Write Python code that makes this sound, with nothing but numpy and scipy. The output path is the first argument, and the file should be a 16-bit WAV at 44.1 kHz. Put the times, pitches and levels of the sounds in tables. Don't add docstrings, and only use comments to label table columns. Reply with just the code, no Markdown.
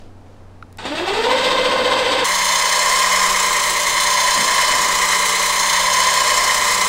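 import sys
import numpy as np
from scipy import signal
from scipy.fft import rfft, irfft, next_fast_len
from scipy.io import wavfile
from scipy.ndimage import map_coordinates

SR = 44100
rng = np.random.default_rng(int(sys.argv[2]) if len(sys.argv) > 2 else 0)


def dump(signal):
    limited = np.clip(np.atleast_2d(signal).T, -1, 1)
    pcm = np.round(limited * 32767).astype(np.int16)
    wavfile.write(sys.argv[1], SR, pcm)


N = 303628

FAST_FROM_S = 2.245
CUT = round(FAST_FROM_S * SR)
LENGTH = CUT + 2 * (N - CUT)
CLOCK = np.concatenate([np.arange(CUT), CUT + np.arange(LENGTH - CUT) / 2]) / SR


def amp(db):
    return 10 ** (np.asarray(db) / 20)


def unit(x):
    return x / np.sqrt(np.mean(x ** 2) + 1e-20)


def along(points, hz):
    freqs, values = np.transpose(points)
    return np.interp(np.log(hz + 1), np.log(freqs + 1), values)


def curves(rows):
    times, *columns = np.transpose(rows)
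    return [np.interp(CLOCK, times, column) for column in columns]


def wobble(rate):
    knots = rng.standard_normal(int(LENGTH * rate / SR) + 4)
    coarse = np.arange(0, LENGTH, 64)
    return np.interp(np.arange(LENGTH), coarse, map_coordinates(knots, [coarse * rate / SR]))


def swell_at(s, length_s):
    return np.exp(-(2 * (CLOCK - s) / length_s) ** 2)


def filtered(x, response):
    size = next_fast_len(len(x) + 8192, real=True)
    return irfft(rfft(x, size) * response(np.fft.rfftfreq(size, 1 / SR)), size)[:len(x)]


def eq(x, points):
    return filtered(x, lambda f: amp(along(points, f)))


def resonance(hz, width):
    return lambda f: 1j * f * width / (hz * hz - f * f + 1j * f * width)


def burst(response, t60):
    t = np.arange(SR) / SR
    return unit(filtered(rng.standard_normal(SR), response)) * np.exp(-np.log(1000) * t / t60)


def add(track, s, sound):
    part = track[np.searchsorted(CLOCK, s):][:len(sound)]
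    part += sound[:len(part)]


# (frequency [Hz], relative level [dB])
AIR_SPECTRUM = [(4, -1.5), (12, 7), (22, -0.5), (35, -13), (70, -10.5), (170, -16.5), (240, -10.5),
                (350, -17.5), (750, -20), (1400, -29), (2800, -38.5), (5600, -43.5), (10000, -50),
                (15000, -62)]


def room_air(level_db):
    return amp(level_db) * unit(eq(rng.standard_normal(LENGTH), AIR_SPECTRUM))


def machine_hum(hz, level_db):
    return amp(level_db + 1.8 * wobble(1.57)) * unit(np.sin(2 * np.pi * hz * np.arange(LENGTH) / SR))


# (time [s], firing rate [Hz], level [dB])
ENGINE_SLOWDOWN = [(2.4, 65.6, -62), (4.1, 62.9, -52), (5.2, 59.89, -54), (5.9, 56.42, -46.5),
                   (6.4, 54.6, -46.5), (6.88, 51.3, -44)]


def far_engine():
    firing_hz, level_db = curves(ENGINE_SLOWDOWN)
    angle = 2 * np.pi * np.cumsum(firing_hz) / SR
    octave = amp(np.interp(CLOCK, [6.1, 6.4], [-12, 1])) * np.sin(2 * angle)
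    return amp(level_db + 1.6 * wobble(4)) * (np.sin(angle) + octave)


# (time [s], length [s], level [dB])
FINGER_RUBS = [(0.02, 0.13, -48.5), (0.32, 0.2, -55)]


def finger_rustle():
    pressure = sum(amp(db) * swell_at(s, length_s) for s, length_s, db in FINGER_RUBS)
    grains = rng.standard_normal(LENGTH) * amp(2.1 * wobble(153))
    plastic = [(200, -20), (500, 11), (1200, -19), (2800, -11), (7000, -20), (15000, -42)]
    return pressure * unit(eq(grains, plastic))


# (time [s], peak level [dB], pitch [Hz], half width [Hz], decay t60 [s])
SWITCH_CLICKS = [(0.6253, -25.5, 1350, 170, 0.0038), (.626, -42, 4200, 500, .004),
                 (0.7272, -34, 6500, 7000, .006), (.7725, -34, 6000, 4940, .008)]


def switch_clicks():
    out = np.zeros(LENGTH)
    t = np.arange(SR // 20) / SR
    for s, db, hz, half_width, t60 in SWITCH_CLICKS:
        snap = rng.standard_normal(len(t)) * np.exp(-np.log(1000) * t / t60)
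        click = filtered(snap, lambda f: resonance(hz, 2 * half_width)(f) ** 2)
        add(out, s, amp(db) * click / np.abs(click).max())
    return out


START_S, START_HZ, RAMP_HZ_PER_S = 0.785, 223, 548
WHEEL_TEETH, PINION_TEETH = 105, 35
# (time [s], tooth mesh rate [Hz])
RUNNING_SPEED = [(1.6, 518.8), (2.3, 516.7), (2.85, 520.3), (3.4, 521.4), (4.1, 516.2), (4.7, 515.8),
                 (6.7, 518.8)]


def mesh_rate():
    running_hz, = curves(RUNNING_SPEED)
    return np.minimum(START_HZ + RAMP_HZ_PER_S * np.maximum(CLOCK - START_S, 0), running_hz)


def spin_up(speed, db_per_octave, attack_s):
    attack = 1 - np.exp(-np.maximum(CLOCK - START_S, 0) / attack_s)
    return 20 * np.log10(attack + 1e-9) + db_per_octave * np.log2(speed)


def beating(depth_db, first_hz, doubles_s, phase_turns):
    turns = np.cumsum(first_hz * 2 ** (CLOCK / doubles_s) * np.gradient(CLOCK))
    return depth_db * np.cos(2 * np.pi * (turns + phase_turns))


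# (frequency [Hz], half width [Hz], boost [dB])
HOUSING_MODES = [(308, 8.8, 0), (821, 25, 6.5), (915, 35, 7), (1257, 22, 6), (1494, 10, 11),
                 (1613, 34, 3.5), (1770, 47, 6), (2044, 55, 4), (2670, 50, 5.5), (3196, 50, 7),
                 (3410, 53, 6), (3700, 71, 6.5), (4170, 47, 2), (4610, 126, 6.5)]


def housing(colour):
    def response(f):
        boost_db = sum(db / (1 + ((f - hz) / half_width) ** 2) for hz, half_width, db in HOUSING_MODES)
        return amp(along(colour, f) + boost_db)
    return response


# (frequency [Hz], relative level [dB])
TOOTH_SPECTRUM = [(40, -26), (130, -26.5), (300, -15.5), (520, 0), (1040, -4), (1560, -9.5), (2100, -12.5),
                  (3100, -12.5), (4650, -20.5), (6000, -35), (15500, -45)]


def gear_buzz(teeth, memory, fresh, spread_db):
    hits = np.interp(np.arange(1, int(teeth[-1])), teeth, np.arange(LENGTH))
    lag = np.exp(-2j * np.pi * np.fft.rfftfreq(WHEEL_TEETH))
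    phases = np.exp(2j * np.pi * rng.random(len(lag)))
    wear = unit(irfft(phases / (1 - memory * lag), WHEEL_TEETH))
    chance = unit(signal.lfilter([1], [1, -memory], rng.standard_normal(len(hits))))
    force = np.resize(wear, len(hits)) + fresh * chance
    force *= amp(spread_db * rng.standard_normal(len(hits)))
    taps = hits.astype(int)[:, None] + np.arange(-7, 9)
    offset = taps - hits[:, None]
    pulses = force[:, None] * np.sinc(offset) * np.cos(np.pi * offset / 16) ** 2
    train = np.bincount(np.clip(taps, 0, LENGTH - 1).ravel(), pulses.ravel(), LENGTH)
    return unit(filtered(train, housing(TOOTH_SPECTRUM)))


# (frequency [Hz], relative level [dB])
RASP_SPECTRUM = [(40, -41), (130, -20.5), (300, 0), (700, -25.5), (1000, -1.5), (1400, -13), (2000, -3.5),
                 (3700, -6.5), (4900, -11.5), (6200, -17), (7200, -18), (8200, -14.5), (10500, -37.5),
                 (13000, -33), (15500, -48)]


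def screw_rasp(teeth, rub_db, rub_phase_turns, chatter_db, split_hz):
    tightness = ((1 + np.cos(2 * np.pi * (teeth / PINION_TEETH - rub_phase_turns))) / 2) ** 2
    rough = np.interp(teeth, np.arange(WHEEL_TEETH), rng.standard_normal(WHEEL_TEETH), period=WHEEL_TEETH)
    friction = rng.standard_normal(LENGTH) * amp(chatter_db * rough)
    rasp = unit(filtered(friction, housing(RASP_SPECTRUM)))
    dull = filtered(rasp, lambda f: 1 / (1 + (f / split_hz) ** 4))
    bright = (rasp - dull) * amp(rub_db * (tightness - 0.69) + 1.3 * wobble(22))
    return unit(dull + bright)


# (pitch [multiples of its turning rate], relative level [dB])
WHEEL_PARTIALS = [(60, -14), (87, -19), (96, -12), (102, -4), (105, -4.5), (106, -15.5), (108, -8.5),
                  (111, -11.5), (117, -13), (164, -15.5), (189, -15.5), (207, -9), (212, -14.5), (216, -10),
                  (358, -22), (424, -14)]


def wheel_whine(teeth):
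    angle = 2 * np.pi * teeth / WHEEL_TEETH
    tones = sum(amp(db + 0.9 * wobble(2.31)) * np.sin(order * angle + 2 * np.pi * rng.random())
                for order, db in WHEEL_PARTIALS)
    return eq(unit(tones), [(180, -27), (285, -0.5)])


# (time [s], level [dB], decay t60 [s])
SLACK_CLANKS = [(.785, -28, 0.21), (.853, -20, 0.15), (.953, -25.5, 0.15), (1.135, -19, 0.13)]


def slack_clanks():
    out = np.zeros(LENGTH)
    metal = [(100, 2), (400, 7.5), (2000, -0.5), (4500, -5), (6000, -15), (8300, -10), (15000, -57)]
    for s, db, t60 in SLACK_CLANKS:
        add(out, s, amp(db) * burst(housing(metal), t60))
    return out


# (frequency [Hz], decay t60 [s])
SHED_DECAY = [(150, 1), (1500, 0.61), (10000, 0.38)]


def echoes(tail_db, near_db, near_t60):
    hz, t, spectrum = signal.stft(rng.standard_normal(SR), SR, nperseg=256)
    decay = np.exp(-np.log(1000) * t / along(SHED_DECAY, hz)[:, None])
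    tail = signal.istft(spectrum * decay, SR, nperseg=256)[1][:SR]
    near = burst(np.ones_like, near_t60)
    return amp(tail_db) * tail / np.linalg.norm(tail) + amp(near_db) * near / np.linalg.norm(near)


def in_shed(x, tail_db=-2.5, near_db=-5, near_t60=0.058, shift_hz=0.3017):
    first, second = (signal.fftconvolve(x, echoes(tail_db, near_db, near_t60))[:LENGTH] for _ in range(2))
    shift = 2 * np.pi * (np.arange(LENGTH) / SR * shift_hz + rng.random())
    wet = np.cos(shift) * first + np.sin(shift) * second
    return (x + wet) / np.sqrt(1 + amp(tail_db) ** 2 + amp(near_db) ** 2)


def gear_throb(x, teeth, hz, half_width_hz, depth, gear_ratio, phase_turns):
    band = filtered(x, lambda f: 1 / (1 + ((f - hz) / half_width_hz) ** 4))
    turns = gear_ratio * teeth / WHEEL_TEETH
    return x + band * depth * np.cos(2 * np.pi * (turns - phase_turns))


def actuators():
    mesh_hz = mesh_rate()
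    speed = mesh_hz / mesh_hz.max()
    twin_hz = mesh_hz * (1.001 + 0.002005 * wobble(1.5) - 0.1 * (1 - speed))
    teeth, twin_teeth = np.cumsum(mesh_hz) / SR, np.cumsum(twin_hz) / SR
    whine_db = spin_up(speed, db_per_octave=4.5, attack_s=0.061)
    whine_db += beating(depth_db=0.56, first_hz=0.2008, doubles_s=1.4, phase_turns=0.41)
    whine_db -= 2 * swell_at(3.82, length_s=0.28)
    gears = [amp(whine_db - 23.5) * gear_buzz(count, memory=0.61, fresh=0.57, spread_db=1.3)
             for count in (teeth, twin_teeth)]
    rasp_db = -21.6 + spin_up(speed, db_per_octave=13, attack_s=0.004)
    rasp_db += 0.18 * (CLOCK - START_S)
    screw = amp(rasp_db) * screw_rasp(teeth, rub_db=5.5, rub_phase_turns=0.59, chatter_db=1, split_hz=1340)
    tones = amp(whine_db - 21 - 7.5 * (1 - speed)) * wheel_whine(teeth)
    drive = tones + sum(in_shed(part) for part in gears + [screw + slack_clanks()])
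    return gear_throb(drive, teeth, hz=1030, half_width_hz=170, depth=0.28,
                      gear_ratio=0.968, phase_turns=0.47)


# (time [s], level [dB], pitch [Hz], decay t60 [s])
FRAME_BOOMS = [(4.361, -28, 104, 1.2), (4.68, -36.5, 130, 2.9), (4.72, -32, 39.93, 0.72)]


def frame_booms(attack_s=0.037):
    out = np.zeros(LENGTH)
    attack = 1 - np.exp(-np.arange(SR) / SR / attack_s)
    for s, db, hz, t60 in FRAME_BOOMS:
        add(out, s, amp(db) * attack * burst(lambda f: resonance(hz, 0.8 * hz)(f) ** 2, t60))
    return out


def scene():
    action = actuators() + finger_rustle() + switch_clicks() + frame_booms()
    bed = room_air(level_db=-41.7) + machine_hum(hz=93.2, level_db=-45.5) + far_engine()
    mix = action + bed
    fast = signal.resample_poly(mix[CUT:], 1, 2)
    return np.concatenate([mix[:CUT], fast])[None, :N]


def record(dry):
    ceiling, top_hz = 0.78, 15750
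    rounded = dry / (1 + np.abs(dry / ceiling) ** 6) ** (1 / 6)
    return np.array([filtered(channel, lambda hz: (1 - np.tanh((hz - top_hz) / 50)) / 2)
                     for channel in rounded])


dry = scene()
out = record(dry)
dump(out)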